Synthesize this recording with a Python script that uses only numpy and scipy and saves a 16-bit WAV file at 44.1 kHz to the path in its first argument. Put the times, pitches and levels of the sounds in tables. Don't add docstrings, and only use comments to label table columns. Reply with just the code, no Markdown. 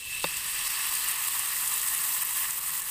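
import sys
import numpy as np
from scipy import signal
from scipy.io import wavfile
from scipy.ndimage import uniform_filter1d

SR = 44100
rng = np.random.default_rng(int(sys.argv[2]) if len(sys.argv) > 2 else 0)


def unload_wav(signal):
    wavfile.write(
        sys.argv[1],
        SR,
        np.round(np.clip(np.atleast_2d(signal).T, -1, 1) * 32767).astype(np.int16),
    )


def to_linear_factor(level_db):
    exponent = np.asarray(level_db, float) / 20
    return 10 ** exponent


N = 127890
T = np.arange(N) / SR


def evened(x):
    return x / np.sqrt(np.mean(x ** 2) + 1e-20)


def colour(x, points, below_db=0):
    f, db = np.transpose(points)
    hz = abs(np.fft.fftfreq(4096, 1 / SR)) + 1
    octaves_under = np.clip(np.log2(f[0] / hz), 0, 4)
    gain_db = np.interp(np.log(hz), np.log(f), db) - abs(below_db) * octaves_under
    log_gain = np.log(to_linear_factor(gain_db))
    taps = np.fft.ifft(np.exp(np.conj(signal.hilbert(log_gain)))).real
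    return signal.oaconvolve(x, taps)[:N]


def resonate(x, hz, width_hz):
    r = np.exp(-np.pi * width_hz / SR)
    for _ in range(2):
        x = signal.lfilter([1, 0, -r], [1, -2 * r * np.cos(2 * np.pi * hz / SR), r * r], x)
    return evened(x)


def wander(seconds):
    a = np.exp(-1 / (seconds * SR))
    x = signal.lfilter([1], [1, -2 * a, a * a], rng.standard_normal(N + SR))[SR:]
    return evened(x - uniform_filter1d(x, size=6000))


def bursts(per_s, spread_db, hiss, biggest=3.3):
    chance = rng.random(N)
    size = np.minimum(rng.exponential(1, N), biggest)
    sign_noise, hiss_noise = rng.standard_normal((2, N))
    clicks = (chance < per_s / SR) * to_linear_factor(spread_db * size) * np.sign(sign_noise)
    return np.sqrt(1 - hiss) * evened(clicks) + np.sqrt(hiss) * hiss_noise


def patchy(x, db, tilt_db):
    hz, t, z = signal.stft(x, SR, nperseg=256)
    patches = uniform_filter1d(rng.standard_normal(z.shape), size=8, axis=0)
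    patches = uniform_filter1d(patches, size=8, axis=1)
    top = np.clip(np.log2(hz / 9000 + 1e-9) * 2.0, 0, 1)[:, None]
    gain_db = db * evened(patches) + top * np.interp(t, T, tilt_db)
    return signal.istft(z * to_linear_factor(gain_db), nperseg=256)[1][:N]


# t/s, level/dB
BOIL_STRENGTH = [(0, -39), (.03, -39), (.14, -34.5), (.3, -32.5), (.55, -31), (.8, -30), (1.0, -29),
                 (1.19, -30.5), (1.35, -29), (1.55, -29.5), (1.7, -29), (1.95, -28.5), (2.15, -28.5),
                 (2.3, -30.5), (2.42, -28), (2.54, -33), (2.72, -30.5), (2.9, -32)]


def boil_level():
    return np.interp(T, *np.transpose(BOIL_STRENGTH))


# f/Hz, level/dB per Hz
ROOM_AIR = [(12, -76), (20, 0.5), (85, -9), (156, -6), (248, -13.5), (300, -10), (515, -8.5), (676, -17),
            (900, -14), (1170, -28), (1980, -120)]
ROOM_DB, ROAR_FOLLOW = -57, 0.45
DRAUGHT_DB, DRAUGHT_S = 10, 0.56
HUM_HZ, HUM_WIDTH_HZ, HUM_DB = 155, 16, -69


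def kitchen():
    air = to_linear_factor(ROOM_DB) * evened(colour(rng.standard_normal(N), ROOM_AIR))
    low = signal.sosfiltfilt(signal.butter(2, 110, fs=SR, output="sos"), air)
    roar = (air - low) * to_linear_factor(ROAR_FOLLOW * (boil_level() + 25.5))
    draught = low * to_linear_factor(DRAUGHT_DB * np.exp(-T / DRAUGHT_S))
    hum = to_linear_factor(HUM_DB) * resonate(rng.standard_normal(N), HUM_HZ, HUM_WIDTH_HZ)
    return draught + roar + hum


# t/s, peak level/dB, dullness (below 0 bright, above 0 dull)
JUG_HITS = [
    (.2419, -10.5, -1.17),
    (.2428, -23, 0.19),
    (0.2441, -12, 0.16),
    (0.2476, -23.5, 0.95),
]
# f/Hz, level/dB, t60/s
JUG_MODES = [(168.5, -14.5, 0.09), (330, -18.5, 0.043), (547, 7, 0.012), (695, -12, 0.0094),
             (920, -2, 0.011), (1110, 10.5, 0.011), (1470, -0.5, 0.017), (1800, -11, 0.0065),
             (2220, -7.5, 0.018), (2700, -3, 0.025), (3200, -21, 0.014), (3700, -1.5, 0.014),
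             (4510, -3.5, 0.0075), (5270, -12, 0.0026)]
KNOCK_RISE_S = .00015


def knock():
    out = np.zeros(N)
    for s, db, dull in JUG_HITS:
        t = np.maximum(T[:SR // 2] - s, 0)
        ring = 0
        for hz, mode_db, t60 in JUG_MODES:
            level_db = mode_db - 6.6 * dull * np.log2(hz / 1500) - 60 * t / t60
            ring = ring + to_linear_factor(level_db) * np.sin(2 * np.pi * hz * t)
        out[:SR // 2] += to_linear_factor(db - 15.0) * (1 - np.exp(-t / KNOCK_RISE_S)) * ring
    return signal.sosfilt(signal.butter(2, 120, "high", fs=SR, output="sos"), out)


# t/s, peak level/dB, f/Hz
DROPLETS = [(0.3688, -13, 7900), (0.5356, -18, 7950), (0.671, -14, 8960), (0.7488, -22, 7740),
            (0.935, -9, 13600), (0.951, -8.5, 8700), (1.0478, -19, 7600), (1.085, -7, 8800),
            (1.2821, -14, 8800), (1.3933, -7.5, 9100), (1.474, -17, 8540), (1.676, -4, 8700),
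            (1.7386, -9.5, 8950), (1.7785, -10, 8300), (1.815, -10.5, 8200), (1.8743, -9, 8400),
            (1.9484, -8, 9500), (1.979, -10, 9200), (2.0152, -11, 9200), (2.222, -2.5, 14600),
            (2.2489, -8, 13600), (2.2699, -16, 8400), (2.3347, -14, 12300), (2.3731, -10, 15400),
            (2.3996, -10, 14600), (2.5072, -11, 8240), (2.5702, -14, 14600), (2.6645, -18, 8900),
            (2.7528, -17, 8560), (2.8188, -12, 8700)]
SPIT_LATE_S, SPIT_DB, SPIT_TOP_DB, SPIT_WIDTH_HZ = .001, -4, -11, 2900
SPIT_SPRAY_S, SPIT_SPRAY_DB = 0.005, -17.5


def spits():
    out, t = np.zeros(N + 1000), np.arange(800) / SR
    for s, db, hz in DROPLETS:
        band_hz = min(hz, 15000)
        crack = resonate(1. * (t == 0), band_hz, SPIT_WIDTH_HZ)
        hiss = resonate(rng.standard_normal(800), band_hz, SPIT_WIDTH_HZ)
        spray = to_linear_factor(SPIT_SPRAY_DB) * hiss * np.exp(-t / SPIT_SPRAY_S)
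        level = to_linear_factor(min(db + SPIT_DB, SPIT_TOP_DB))
        out[round((s + SPIT_LATE_S) * SR):][:800] += level * (crack / abs(crack).max() + spray)
    return out[:N]


# collapse t/s, swell level/dB, swell length t/s, dip after level/dB
STEAM_POCKETS = [(0.215, -12, 0.0034, -1), (0.681, 4.5, 0.02, 4), (0.874, 4, 0.011, 1),
                 (1.047, 3, 0.0067, 2), (1.122, 3, .012, 1), (1.288, 6, 0.0069, 4), (1.415, 0, 0.015, 4),
                 (1.536, 0.5, .03, 2.5), (1.804, 0, 0.0058, 2.5), (1.955, 0.5, 0.014, 3),
                 (1.994, 0, .015, 2.5), (2.236, 1, .02, 10), (2.254, 0.5, .01, 0), (2.537, 0.5, .01, 0),
                 (2.594, 3, 0.045, 9), (2.66, -2, 0.014, -0.5), (2.708, 0, 0.019, 5),
                 (2.772, 1.5, 0.012, -1), (2.806, -1.5, 0.012, 9), (2.833, -5, 0.0078, 4),
                 (2.849, -2, 0.0078, 5)]
FLICKER_DB, FLICKER_S, FLUTTER_DB, FLUTTER_S = 0.46, .006, 0.77, .0012
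LATE_UNREST, REFILL_S = 0.051, 0.01


def unrest():
    flicker = FLICKER_DB * wander(FLICKER_S) + FLUTTER_DB * wander(FLUTTER_S)
    db = flicker * (1 + LATE_UNREST * T)
    for s, swell_db, length, dip_db in STEAM_POCKETS:
        swell = swell_db * np.exp(-((s - T) / length) ** 2)
        dip = -dip_db * np.exp(-abs(T - s) / REFILL_S)
        db = db + np.where(T < s, swell, dip)
    return uniform_filter1d(db, size=60)


# f/Hz, level/dB per Hz
FIZZ_COLOUR = [(4500, -9.5), (6200, -6.5), (7300, -1.5), (8200, 5.5), (9000, 2), (10300, -0.5), (13000, 0),
               (15450, 0.5)]
# f/Hz, width/Hz
BUBBLE_BANDS = [
    (8300, 1800),
    (11500, 3500),
    (14500, 2500),
]
BURSTS_PER_S, BURST_SPREAD_DB, HISS_SHARE, PATCH_DB = 4000, 3.0, .65, 0.8
TICKS_PER_S, TICK_SPREAD_DB, TICK_DB = 120, 3.0, -14
COVER_S, BRIGHTEN_DB = 1.15, 7.5


def rim_fizz(cover):
    drive = bursts(BURSTS_PER_S, BURST_SPREAD_DB, HISS_SHARE)
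    drive = patchy(drive, PATCH_DB, BRIGHTEN_DB * (cover - .7))
    ticks = 0
    for hz, width_hz in BUBBLE_BANDS:
        ticks = ticks + resonate(bursts(TICKS_PER_S, TICK_SPREAD_DB, 0, biggest=1.9), hz, width_hz)
    return evened(colour(drive, FIZZ_COLOUR, below_db=24.5)) + to_linear_factor(TICK_DB) * ticks


# f/Hz, width/Hz, then level/dB when bare, half covered, covered
PAN_HOLLOW = [(860, 190, -55, -29, -53), (1086, 400, -22, -13.5, -15.5), (1815, 604, -16, -11, -15.5),
              (2742, 860, -7.5, -8, -15), (2649, 120, -3, -18.5, -49), (3690, 1430, -11.5, -13, -17.5),
              (4615, 780, -16.5, -13, -22.5), (5520, 700, -19.5, -16, -30.5)]
PAN_BURSTS_PER_S, PAN_SPREAD_DB, PAN_HISS_SHARE, PAN_PATCH_DB = 2500, 1.5, 0.58, 1.29


def pan_ring(cover):
    ring = 0
    for hz, width_hz, *stage_db in PAN_HOLLOW:
        drive = bursts(PAN_BURSTS_PER_S, PAN_SPREAD_DB, PAN_HISS_SHARE)
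        ring = ring + to_linear_factor(np.interp(cover, [0, .5, 1], stage_db)) * resonate(drive, hz, width_hz)
    return patchy(ring, PAN_PATCH_DB, 0 * T)


def sizzle():
    boil_db, shake_db = boil_level(), unrest()
    cover = 1 - np.exp(-T / COVER_S)
    pan_db = boil_db - 1.5 + 0.62 * shake_db
    return rim_fizz(cover) * to_linear_factor(boil_db + shake_db) + pan_ring(cover) * to_linear_factor(pan_db)


WET_DB, TAIL_S = -13.5, 0.058


def echoes(x):
    t = np.arange(SR // 4) / SR
    sparse = (rng.random(len(t)) < .06) * (t > .0006)
    taps = np.sign(rng.standard_normal(len(t))) * sparse * to_linear_factor(-60 * t / TAIL_S)
    return signal.fftconvolve(x, taps / np.linalg.norm(taps))[:N]


def scene():
    near = knock() + spits() + sizzle()
    return (kitchen() + near + to_linear_factor(WET_DB) * echoes(near))[None]


def roll_off(x):
    return signal.sosfilt(signal.butter(12, 16660, fs=SR, output="sos"), x)


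def record(dry):
    taps = signal.firwin(1023, 15490, window=("kaiser", 10), fs=SR)
    mix = signal.oaconvolve(dry, taps[None], "same")
    return roll_off(mix)


dry = scene()
out = record(dry)
unload_wav(out)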